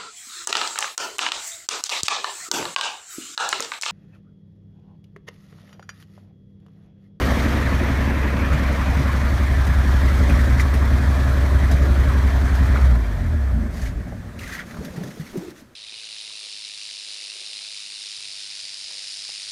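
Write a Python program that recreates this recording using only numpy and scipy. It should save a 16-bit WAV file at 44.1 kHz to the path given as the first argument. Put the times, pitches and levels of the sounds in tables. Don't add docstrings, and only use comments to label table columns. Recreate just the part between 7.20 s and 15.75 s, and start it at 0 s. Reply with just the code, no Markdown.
import sys
import numpy as np
from scipy import signal
from scipy.io import wavfile
from scipy.ndimage import uniform_filter1d

SR = 44100
rng = np.random.default_rng(int(sys.argv[2]) if len(sys.argv) > 2 else 0)


def file_out(sig):
    cols = np.atleast_2d(sig).T
    lim = np.clip(cols, -1, 1)
    pcm = np.round(lim * 32767).astype(np.int16)
    wavfile.write(sys.argv[1], SR, pcm)


def natural_amplitude(level_db):
    exponent = np.asarray(level_db, float) / 20
    return 10 ** exponent


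N = 377055
TIME = np.arange(N) / SR
STEP = np.arange(0, N / SR + .002, .002)
FRAME_START = np.arange(N // 256 + 5) * 256

# time in seconds, firings per second.
IDLE = [(0.0, 68.5), (0.75, 68.2), (1.25, 66.9), (1.5, 67.0), (2.0, 68.3), (2.35, 67.3), (2.8, 67.3),
        (3.25, 68.4), (4.0, 68.1), (4.5, 67.15), (5.5, 66.4)]
KEY_OFF_S, COAST_S, FRICTION_FIRINGS_PER_S = 5.635, 1.1, 12.5
START_TURN_FIRINGS = -.7
SPARK_FADE_S, CRAWL_FIRINGS_PER_S = 0.13, 12.1
# exhaust pulse in dB, lateness in firings, knock in dB, hiss in dB.
CYLINDERS = [(1.5, -.05, -8, -.8), (1, -.05, -9, 1.7), (-2.5, .14, -5, -.8), (-3, .1, 0, .7),
             (2.8, -.08, -1, .6), (-1.5, -.03, -9, -.9)]
MISFIRE_S = [1.279, 1.759, 2.469, 3.089, 3.589, 4.514]
# frequency in Hz, width in Hz, level in dB.
BOOM_MODES = [(64, 44, 0), (113, 18, -15)]
# frequency in Hz, density in dB per Hz.
RUMBLE_COLOUR = [(20, -30), (40, -6), (55, 18), (75, 21), (90, -0.5), (110, -6), (130, -11.5), (200, -15),
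                 (400, -55)]
# frequency in Hz, width in Hz, dB at the door, dB in the cab,
# dB gained without spark.
BLOCK_MODES = [(119.3, 21, 3, -0.5, -10), (152, 29, -6, -24, 3), (168, 14.7, -5.5, -7, 3),
               (179, 33, -11, -17.5, 4.5), (212.6, 31, -2.5, -6, -0.5), (227.8, 8.5, -2.5, -4.5, 3),
               (263.7, 25.6, -4.5, -6.5, -4.5), (357, 24, -13, -21.5, 0), (586, 56, -14, -12.5, -2)]
# frequency in Hz, density in dB per Hz.
ROAR_COLOURS = [
    [(180, -25), (300, 5.5), (359, -6), (396, -6), (450, 1.5), (492, -1.5), (571, -6.5), (669, -2.5), (761, -10.5), (965, -3.5), (1510, -7.5), (1870, -4), (2450, -8), (2790, -13), (3200, -50), (4160, -63), (7040, -120)],
    [(180, -61), (300, -10.5), (338, 2), (464, -4.5), (522, -6.5), (571, -3.5), (612, -1.5), (710, -2.5), (792, -7.5), (1130, -4), (1550, -5.5), (1710, -2.5), (2450, -14.5), (2650, -24), (3200, -20.5), (4160, -45), (7040, -120)],
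]
# frequency in Hz, density in dB per Hz.
HISS_COLOURS = [
    [(1530, 3.5), (2600, -24), (2950, -2.5), (4420, -10.5), (4840, -12), (6110, -12.5), (7640, -22.5), (9710, -21.5), (10300, -24), (12500, -20.5), (15600, -27)],
    [(1530, -1.5), (2600, -3), (2930, -7), (3230, -1), (4420, -3), (4840, -7), (5930, -6), (7530, -12), (9570, -12), (10400, -17), (12400, -13), (15600, -21)],
]
# frequency in Hz, tint in dB.
COAST_TINT = [(0, -6), (500, 1), (700, 2.5), (850, 0.5), (1150, -1.5), (1750, 1.5), (2200, 0), (22050, -16)]
# turns a cycle, dB at the door, dB in the cab.
ORDER_TONES = [(3, -14, -22), (4, -18, -19), (5.03, -15, -15.5), (8, -14, -21), (9, -18, -19),
               (11, -16, -19.5), (12, -24, -28), (14, -15.5, -36), (15, -16.5, -42), (16, -27, -25.5),
               (17, -22, -40), (20, -14.5, -22.5), (18, -24, -28)]
GEAR_TEETH_PER_CYCLE, GEAR_DB = 50, -19
CAB_NOTE_HZ, CAB_NOTE_WIDTH_HZ, CAB_NOTE_DB = 120, 12, -11
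# time in seconds, share inside 0-1.
INSIDE = [(0, 0.37), (1.3, 0.16), (2.1, 0.7), (2.9, 0.93), (8.55, 1)]
# time in seconds, shelter 0-1.
SHELTER = [(0, 0.06), (.49, 0.38), (.99, 0.53), (1.4, 0.46), (1.8, 0.61), (2.5, 0.84), (3.2, 0.76),
           (3.55, 1), (4.06, 0.91), (4.35, 0.97), (5.5, 1.05)]
# dB in the open, dB per shelter, dB inside the cab, dB change without
# spark, dB per dB of speed.
LAYERS = [(-15, 0.5, 0.5, -6, -0.5), (-24, -5.5, -0.25, -5, 0.84), (-26, -6.5, 1.07, -3.5, 0.89),
          (-37, -12, 6, -3, 1.26)]
# time in seconds,
# level in dB against warm idle.
BOOM_LEVEL = [(0, -7), (.5, -6.5), (1.4, -6), (2.5, -2.5), (3.1, -1), (3.6, -2.5), (4.1, -2.5), (4.4, -1),
              (5.52, -2.5), (5.72, 5), (5.92, -3.5), (6.13, -2), (6.36, -2.5), (6.56, -13), (6.77, -19.5),
              (6.88, -20), (7.25, -24), (7.45, -35)]
# time in seconds, boom gain in dB.
SURGES = [(.13, 2), (.545, 4), (.81, 3), (1.02, 4), (1.32, 4.5), (1.385, 5), (1.47, 5), (1.71, 2),
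          (1.765, 4), (2.365, 5), (2.505, 1), (2.59, 3), (2.74, 3.5), (2.855, 1.5), (3.01, 2.5),
          (3.125, 1.5), (3.62, 3.5), (3.74, 3), (3.885, 3), (4.36, 3), (4.55, 4), (4.63, 2), (4.715, 2.5),
          (4.81, 3), (5.05, 3.5), (5.41, 4.5), (5.5, 3), (5.6, -5), (5.64, 2.5), (5.74, 4.5), (6.15, 5),
          (6.33, 2), (6.365, 3)]
SURGE_S = 0.012
# time in seconds, knock gain in dB, length in seconds.
SHUDDERS = [
    (1.81, 5, 0.017),
    (3.08, 3.5, 0.11),
    (4.384, .5, 0.2),
    (5.06, -1, 0.05),
    (5.682, 8, 0.074),
    (6.099, 6.5, 0.081),
    (6.41, 8.5, 0.043),
    (6.845, 10, 0.34),
    (7.6, 10.5, 0.08),
]
# time in seconds, frequency in Hz, share cancelled 0-1.
SHADOW = [(1.1, 450, 0), (1.5, 450, .35), (2.0, 380, 0.4), (2.4, 524, 0.54), (2.8, 605, 0.2),
          (3.2, 690, .3), (3.5, 650, 0), (4.9, 560, 0), (5.3, 544, 0.43), (5.7, 520, 0)]
SHADOW_WIDTH_HZ = 190

# frequency in Hz, width in Hz, level in dB.
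WHINE = [(8130, 400, -69.5), (11550, 350, -70)]
# frequency in Hz, density in dB per Hz.
YARD_COLOUR = [(18, -43), (30, -9), (152, -10.5), (192, -2), (292, -12), (351, -14), (444, -16),
               (533, -14.5), (789, -23), (1640, -21), (2900, -30.5), (6000, -33.5), (15600, -43)]
YARD_DB = -38.5
# time in seconds, peak in dB, bright share in dB, ring in Hz.
SNAPS = [(.2503, -34, 0, 1800), (2.0532, -37, 0, 1800), (2.3151, -38, 0, 1800), (3.399, -18, -20, 2040),
         (6.5422, -44, -2, 1900), (6.926, -33, -25, 600), (7.2367, -36, -8, 2200), (7.3349, -27, -9, 1850),
         (7.3913, -28, -12, 2000), (7.51, -34, -12, 2000), (7.5434, -31, -14, 1500),
         (7.5694, -34, -16, 1100), (7.6477, -38, -3, 1610), (7.7869, -46, 2, 1700), (7.8358, -37, -7, 1720),
         (8.0019, -42, 3, 1700), (8.0657, -39, -9, 2240), (8.114, -46, 4, 4500), (8.1715, -46, 8, 6000),
         (8.1765, -44, 10, 6000), (8.184, -45, 0, 7500), (8.192, -46, 0, 6000), (8.2504, -45, 0, 7000),
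         (8.3062, -48, 9, 1800), (8.3631, -44, -10, 1810), (8.415, -54, 5, 1800)]
# time in seconds, peak in dB, ring in Hz, relative boom in dB.
POPS = [(1.324, -14, 150.6, -4), (1.77, -16, 145.6, -6), (2.481, -20, 153, -7), (.62, -22.5, 355, -20),
        (.9, -26, 365, -20), (3.108, -20, 170, 6), (3.319, -15, 123.6, 1), (3.594, -27, 146, 12),
        (4.53, -14, 142.4, -14), (6.336, -20.5, 218, -12), (6.352, -20, 156, -13), (6.378, -20, 239, -6),
        (6.408, -19.5, 214, -10), (6.444, -27, 239, -10), (6.516, -38, 220, -10), (6.622, -25.5, 115, 13),
        (6.683, -26, 126, 11), (6.758, -28, 112, 13.5), (6.811, -33, 218, -14), (6.845, -34, 110, -1)]
# time in seconds, peak in dB, ring in Hz, relative spray above 1.7 kHz in dB.
SPITS = [(0.6334, -28, 1340, -20), (1.0736, -28, 1880, -22), (1.329, -30, 2300, -9.5),
         (1.769, -29, 1890, -15), (2.4684, -27.5, 1840, -9.5), (3.096, -26.5, 2320, -12),
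         (3.102, -26.5, 1420, -30), (3.14, -25, 1940, -23), (3.19, -26, 1900, -18),
         (3.396, -20.5, 1970, -15.5), (3.404, -28, 1850, -4), (3.442, -30, 1850, -25),
         (3.539, -33.5, 1900, -1), (4.513, -35, 1910, 1.5), (5.3508, -31, 1510, -8),
         (5.556, -22.5, 1250, -26), (5.565, -27, 2030, -25), (5.58, -30, 600, -30), (6.58, -42, 1960, -9),
         (6.6165, -36, 1700, -6), (6.659, -33, 1910, -14), (6.802, -36, 1580, -22), (6.864, -48, 2000, -25),
         (6.882, -54, 1700, -5), (6.922, -35, 596, -33), (7.19, -36, 2700, -6), (7.233, -36, 2150, -11),
         (7.275, -35.5, 1700, -6), (7.29, -34, 1640, -18), (7.322, -31, 1830, -10), (7.333, -37, 1910, -7),
         (7.35, -32, 1890, -15), (7.389, -31.5, 1960, -15), (7.395, -30, 1560, -22), (7.4, -40, 3300, -20),
         (7.41, -35, 1920, -18), (7.509, -42, 1450, -8), (7.543, -41, 1290, -14), (7.569, -39, 1150, -13),
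         (7.648, -39.5, 1590, -1.5), (7.68, -40, 1800, -20), (7.762, -41.5, 1780, -5),
         (7.835, -41.5, 1710, -2), (7.875, -47, 1900, -1), (7.905, -42, 2000, -8), (7.993, -42, 1670, -16),
         (8.008, -41, 2000, -9), (8.066, -41, 2080, -14), (8.172, -45, 1710, -3), (8.303, -54, 1700, 3),
         (8.379, -47, 1680, -13)]
SPRAY_RISE_S, SPRAY_FADE_S, RATTLE_RISE_S = .003, .011, .0012

# start in seconds, length in seconds, first dB, last dB, bright share in dB.
RUBS = [
    (6.507, 0.17, -49, -37.5, -8),
    (7.178, 0.13, -39.5, -36.5, -10),
    (7.307, 0.05, -30, -34, -9.5),
    (7.363, 0.04, -34, -34.5, -16),
    (7.436, 0.485, -47, -44, -8.5),
    (7.923, 0.095, -60, -43.5, -7),
    (8.023, 0.056, -51, -47, -5),
    (8.077, 0.23, -48, -45, -7.5),
    (8.343, 0.063, -50, -55, 0),
]
# frequency in Hz, width in Hz, level in dB.
RUB_MODES = [(1340, 320, 10), (1880, 510, 8), (2700, 600, -35)]
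# frequency in Hz, density in dB per Hz.
RUB_COLOUR = [(1760, -4), (3000, -3.5), (4060, -1.5), (4630, -3), (6630, -3.5), (7980, -10.5), (9700, -8),
              (10400, -15.5), (11200, -9), (15600, -18)]
RUB_RISE_S, RUB_FALL_DB_PER_S, BRIGHT_FOLLOW = 0.033, 402, 0.47
FOLD_HZ, FOLD_OPEN_S, FOLD_SHUT_S = 1700, 7.2, 7.44
FOLD_TIGHT_SHARE, FOLD_SAG_S, FOLD_WANDER_SHARE = 0.29, 0.042, 0.087
# start in seconds, length in seconds, level in dB, ring in Hz.
FLEX = [
    (7.36, 0.074, -48, 175),
    (7.563, 0.14, -35, 174),
    (7.726, 0.16, -31, 175),
    (7.944, 0.043, -40, 176),
    (8.124, 0.056, -30.5, 235),
    (8.198, 0.07, -39, 318),
]
FLEX_RISE_S, FLEX_FALL_DB_PER_S = 0.033, 222
FLEX_REST_DB, FLEX_FADE_DB_PER_S = -48.5, 37
# time in seconds, peak in dB, ring in Hz.
THUDS = [(7.585, -21, 68), (7.606, -21, 155), (7.61, -23, 453), (7.656, -29, 200), (7.776, -13, 163),
         (7.807, -24, 173), (7.838, -22, 127), (7.836, -27, 586), (7.996, -17, 155), (9.1, -17.5, 190),
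         (8.155, -15, 366), (8.175, -13.5, 183), (8.24, -29, 340), (8.27, -37, 70), (8.315, -34, 298),
         (8.42, -34, 253), (8.28, -22, 350), (8.225, -31, 330), (8.255, -29, 360), (8.008, -26, 150),
         (7.7, -28, 75), (7.68, -30, 600), (7.73, -31, 520)]


def evened(x):
    return x / np.sqrt(np.mean(x ** 2) + 1e-20)


def levelled(x):
    power = uniform_filter1d(uniform_filter1d(x ** 2, size=6000), size=6000)
    return x / np.sqrt(abs(power) + 1e-12)


def columns(rows):
    s, *values = np.transpose(rows)
    return [np.interp(TIME, s, v) for v in values]


def smooth(v):
    return np.interp(TIME, STEP, v)


def stroke(start_s, length_s, rise_s, fall_db_per_s):
    attack = np.clip((STEP - start_s) / rise_s, 0, 1)
    return attack * natural_amplitude(-fall_db_per_s * np.clip(STEP - start_s - length_s, 0, 1))


def bumps(rows):
    return smooth(sum(db * np.exp(-.5 * ((STEP - s) / length_s) ** 2) for s, db, length_s in rows))


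def add(mix, s, sound):
    part = mix[round(s * SR):][:len(sound)]
    part += sound[:len(part)]


def resonate(x, hz, width_hz):
    r = np.exp(-np.pi * width_hz / SR)
    if np.ndim(hz) == 0:
        return 2 * signal.lfilter([1 - r], [1, -r * np.exp(2j * np.pi * hz / SR)], x).real
    turn = np.exp(2j * np.pi * np.cumsum(hz) / SR)
    return 2 * (turn * signal.lfilter([1 - r], [1, -r], x / turn)).real


def resonate_twice(x, hz, first_width_hz, second_width_hz):
    return resonate(resonate(x, hz, first_width_hz), hz, second_width_hz)


def highpass(x, order, hz):
    return signal.sosfilt(signal.butter(order, hz, "high", fs=SR, output="sos"), x)


def ring(hz, t60_s, rise_s):
    t = np.arange(6000) / SR
    tone = np.sin(2 * np.pi * hz * t) * natural_amplitude(-60 * t / t60_s) * (1 - np.exp(-t / rise_s))
    return tone / abs(tone).max()


def colour(points):
    hz, db = np.transpose(points)
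    bins_hz = np.fft.rfftfreq(1024, 1 / SR)
    return np.interp(np.log(bins_hz + 1), np.log(hz + 1), db, left=-90, right=-90)[:, None]


def blended(pair):
    inside = np.clip(np.interp(FRAME_START / SR, *np.transpose(INSIDE)), 0, 1)
    door, cab = colour(pair[0]), colour(pair[1])
    return door + inside * (cab - door)


def noise(colour_db, patchy_db, size=N):
    a, b, patches = rng.standard_normal((size // 256 + 5, 513, 3), dtype=np.float32).T
    patches = evened(uniform_filter1d(uniform_filter1d(patches, size=8, axis=0), size=8, axis=1))
    z = (a + 1j * b) * natural_amplitude(colour_db + patchy_db * patches).astype(np.float32)
    return evened(signal.istft(z, nperseg=1024, noverlap=768)[1][:size].astype(float))


def firing_rate():
    coast = np.exp(-np.clip(TIME - KEY_OFF_S, 0, None) / COAST_S)
    return np.maximum((columns(IDLE)[0] + FRICTION_FIRINGS_PER_S) * coast - FRICTION_FIRINGS_PER_S, 2)


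def firings(turns):
    count = np.arange(int(turns[-1]) + 2)
    cylinder = count % 6
    chance = rng.standard_normal((len(count), 3))
    burning = np.interp(count, turns, np.clip((5.62 - TIME) / .1, .3, 1))
    late = np.transpose(CYLINDERS)[1]
    place = count + burning * late[cylinder] + .02 * chance[:, 0]
    return cylinder, place, burning, chance


def exhaust_boom(speed, turns, cylinder, place, burning, chance):
    pulse_db = np.transpose(CYLINDERS)[0]
    strength = natural_amplitude(burning * (pulse_db[cylinder] + 1.2 * chance[:, 1]))
    missed = np.interp(MISFIRE_S, TIME, turns).round().astype(int)
    strength[missed] *= .3
    strength[missed + 1] *= 1.3
    near = np.clip(turns.round().astype(int), 0, None)
    puff_width = .045 + speed / 1000
    puffs = strength[near] * np.exp(-.5 * ((turns - place[near]) / puff_width) ** 2)
    pipe = sum(natural_amplitude(db) * resonate_twice(puffs, hz, width, width) for hz, width, db in BOOM_MODES)
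    pumping = np.clip((speed - 16) / 14, 0, 1)
    shaking = natural_amplitude(-15) * noise(colour(RUMBLE_COLOUR), patchy_db=1.5)
    return levelled(highpass(pumping * levelled(highpass(pipe, 4, 39)) + shaking, 4, 39))


def order_tones(turns, inside):
    waver = rng.standard_normal((len(ORDER_TONES), 2, 70))
    grid_s = np.linspace(0, N / SR, waver.shape[2])
    out = np.zeros(N)
    for (order, door_db, cab_db), (loud, slip) in zip(ORDER_TONES, waver):
        level_db = door_db + inside * (cab_db - door_db) + 1.8 * np.interp(TIME, grid_s, loud) + 3
        phase = 2 * np.pi * order / 6 * turns + .45 * np.interp(TIME, grid_s, slip)
        out += natural_amplitude(level_db) * np.sin(phase)
    return out * np.clip((KEY_OFF_S - TIME) / .08, 0, 1)


def cab_note(speed, turns, unlit):
    swell = np.exp(-.5 * ((3 * speed - CAB_NOTE_HZ) / CAB_NOTE_WIDTH_HZ) ** 2)
    return unlit * natural_amplitude(CAB_NOTE_DB + 2) * np.sin(2 * np.pi * 3 * turns) * swell


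def block_knock(turns, inside, cylinder, place, burning, chance):
    knock_db = np.transpose(CYLINDERS)[2]
    at = (np.interp(place + .03 * chance[:, 1], turns, TIME) * SR).astype(int)
    knocks = np.zeros(N)
    knocks[at] = burning ** 2 * natural_amplitude(knock_db[cylinder] + 2.6 * chance[:, 2])
    blows = evened(signal.oaconvolve(knocks, np.hanning(60), "same"))
    drive = blows + natural_amplitude(-10) * rng.standard_normal(N)
    lags = rng.integers(0, 2500, len(BLOCK_MODES))
    sways_db = 1.2 * rng.standard_normal((len(BLOCK_MODES), 24))
    sway_s = np.linspace(0, N / SR, 24)
    off = np.clip((TIME - KEY_OFF_S + .06) / .08, 0, 1)
    block = np.zeros(N)
    for (hz, width, door_db, cab_db, off_db), lag, sway_db in zip(BLOCK_MODES, lags, sways_db):
        level_db = door_db + inside * (cab_db - door_db) + off * off_db + np.interp(TIME, sway_s, sway_db)
        block += natural_amplitude(level_db) * np.roll(resonate(drive, hz, width), lag)
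    walls = signal.butter(3, [105, 750], "band", fs=SR, output="sos")
    return levelled(signal.sosfilt(walls, block))


def gear_whine(speed, turns):
    tone = np.sin(2 * np.pi * GEAR_TEETH_PER_CYCLE / 6 * turns)
    return natural_amplitude(GEAR_DB) * np.sqrt(2) * tone * np.clip(speed / 20 - 2.3, 0, 1)


def roar_and_hiss(turns, unlit):
    hiss_db = np.transpose(CYLINDERS)[3]
    throb_db = np.interp(turns + .05, np.arange(6), hiss_db, period=6)
    flicker_db = evened(uniform_filter1d(rng.standard_normal(N), size=500))
    tint_db = colour(COAST_TINT) * unlit[np.minimum(FRAME_START, N - 1)]
    roar = levelled(noise(blended(ROAR_COLOURS) + tint_db, patchy_db=2))
    hiss = levelled(noise(blended(HISS_COLOURS), patchy_db=1.3))
    return roar * natural_amplitude(.2 * throb_db + .6 * flicker_db), hiss * natural_amplitude(1.1 * throb_db + .6 * flicker_db)


def door_shadow(x):
    hz, share = columns(SHADOW)
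    return x - np.clip(share, 0, 1) * resonate(x, hz, SHADOW_WIDTH_HZ)


def heard_db(speed, unlit):
    ratio = np.maximum(speed, CRAWL_FIRINGS_PER_S) / IDLE[-1][1]
    slowed_db = (TIME > KEY_OFF_S) * 20 * np.log10(ratio)
    drivers = [np.ones(N), columns(SHELTER)[0], columns(INSIDE)[0], unlit, slowed_db]
    boom, knock, roar, hiss = np.array(LAYERS) @ drivers
    surging = bumps([(s, db, SURGE_S) for s, db in SURGES])
    return boom + columns(BOOM_LEVEL)[0] + surging, knock + bumps(SHUDDERS), roar, hiss


def engine():
    speed = firing_rate()
    turns = START_TURN_FIRINGS + np.cumsum(speed) / SR
    fired = firings(turns)
    inside = np.clip(columns(INSIDE)[0], 0, 1)
    unlit = np.clip((TIME - KEY_OFF_S) / SPARK_FADE_S, 0, 1)
    boom = exhaust_boom(speed, turns, *fired)
    boom = boom + order_tones(turns, inside) + cab_note(speed, turns, unlit)
    knock = block_knock(turns, inside, *fired) + gear_whine(speed, turns)
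    roar, hiss = roar_and_hiss(turns, unlit)
    layers = (boom, door_shadow(knock), door_shadow(roar), hiss)
    mix = sum(natural_amplitude(db) * layer for db, layer in zip(heard_db(speed, unlit), layers))
    return mix * np.clip((7.7 - TIME) / 0.03, 0, 1)


def insects():
    air = rng.standard_normal(N)
    song = sum(natural_amplitude(db) * evened(resonate_twice(air, hz, width, width)) for hz, width, db in WHINE)
    return song * smooth(stroke(0, 6.5, .1, 40))


def yard():
    return natural_amplitude(YARD_DB - 6.5) * smooth(stroke(-0.98, 9.16, .1, 24)) * noise(colour(YARD_COLOUR), patchy_db=1.2)


def snaps():
    out, t = np.zeros(N), np.arange(400) / SR
    grit = signal.lfilter([1, 0, -1], [1], rng.standard_normal((len(SNAPS), 400)))
    grit = grit * natural_amplitude(-60 * t / .012) / 3
    for (s, db, bright_db, hz), tick in zip(SNAPS, grit):
        add(out, s, natural_amplitude(db) * ring(hz, 0.01, .0004))
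        add(out, s, natural_amplitude(db + bright_db) * tick)
    return out


def pops():
    out = np.zeros(N)
    for s, db, hz, boom_db in POPS:
        thump = ring(hz, 0.18, 0.01) + natural_amplitude(boom_db) * ring(56, 0.22, 0.0088)
        add(out, s, natural_amplitude(db - 4.0) * thump)
    return out


def spits():
    out, t = np.zeros(N), np.arange(6000) / SR
    spray = noise(colour(RUB_COLOUR), patchy_db=3.0, size=6000 * len(SPITS))
    swell = 2 * (1 - np.exp(-t / SPRAY_RISE_S)) * np.exp(-t / SPRAY_FADE_S)
    for k, (s, db, hz, spray_db) in enumerate(SPITS):
        rattle = evened(resonate_twice(rng.standard_normal(6000), hz, 300, 650)) * natural_amplitude(-60 * t / .075)
        puff = spray[6000 * k:][:6000] * swell
        add(out, s, natural_amplitude(db - 0.5) * rattle * (1 - np.exp(-t / RATTLE_RISE_S)))
        add(out, s - SPRAY_RISE_S / 2, natural_amplitude(db + spray_db - 1.5) * puff)
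    return out


def fold_pitch():
    sag = FOLD_TIGHT_SHARE * (STEP > FOLD_OPEN_S - .02) * np.exp(-abs(STEP - FOLD_OPEN_S) / FOLD_SAG_S)
    wander = FOLD_WANDER_SHARE * evened(uniform_filter1d(rng.standard_normal(len(STEP)), size=12))
    return smooth(FOLD_HZ * (1 + sag + wander))


def rubs():
    clumps = natural_amplitude(2 * evened(uniform_filter1d(rng.standard_normal(N), size=400)))
    sizes = natural_amplitude(2.4 * np.minimum(rng.exponential(1, N), 3.5))
    slipping = rng.random(N) < 3600 / SR
    slips = sizes * slipping * rng.standard_normal(N) * clumps
    rung = sum(natural_amplitude(db) * resonate(slips, hz, width) for hz, width, db in RUB_MODES)
    cab = levelled(resonate(rung, 1550, 2200))
    fold = levelled(resonate_twice(slips, fold_pitch(), 250, 450))
    crackle = noise(colour(RUB_COLOUR), patchy_db=2) * clumps ** .5 + .3 * np.diff(slips, prepend=0)
    low = bright = 0
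    for start, length, first_db, last_db, bright_db in RUBS:
        to_go_db = np.interp(STEP, [start, start + length], [first_db - last_db, 0])
        press = stroke(start, length, RUB_RISE_S, RUB_FALL_DB_PER_S) * natural_amplitude(last_db)
        low = low + press * natural_amplitude(to_go_db)
        bright = bright + press * natural_amplitude(bright_db + BRIGHT_FOLLOW * to_go_db)
    ringing = 0.35 * (TIME < FOLD_SHUT_S) * fold + 0.41 * cab
    return smooth(low) * ringing + smooth(bright) * levelled(crackle)


def seat_flex():
    hz = columns([(s + length / 2, f) for s, length, _, f in FLEX])[0]
    shake = highpass(rng.standard_normal(N), 2, 110)
    broad = resonate(resonate(shake, 205, 360), 280, 710)
    flex = levelled(resonate_twice(shake, hz, 77, 135) + 0.23 * broad)
    load = natural_amplitude(FLEX_REST_DB) * stroke(FLEX[0][0], 0.92, FLEX_RISE_S, FLEX_FADE_DB_PER_S)
    for s, length, db, _ in FLEX:
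        load += natural_amplitude(db) * stroke(s, length, FLEX_RISE_S, FLEX_FALL_DB_PER_S)
    return natural_amplitude(-4.5) * smooth(load) * flex


def thuds():
    out = np.zeros(N)
    for s, peak_db, hz in THUDS:
        add(out, s, natural_amplitude(peak_db - 6.5) * ring(hz, 0.026 + 6 / hz, 0.006))
    return out


def scene():
    running = engine() + insects() + yard() + snaps() + pops() + spits()
    handling = rubs() + seat_flex() + thuds()
    return (running + handling)[None]


def low_pass(x):
    return signal.sosfilt(signal.butter(12, 15720, fs=SR, output="sos"), x)


def record(dry):
    return low_pass(dry)


dry = scene()
out = record(dry)
file_out(out)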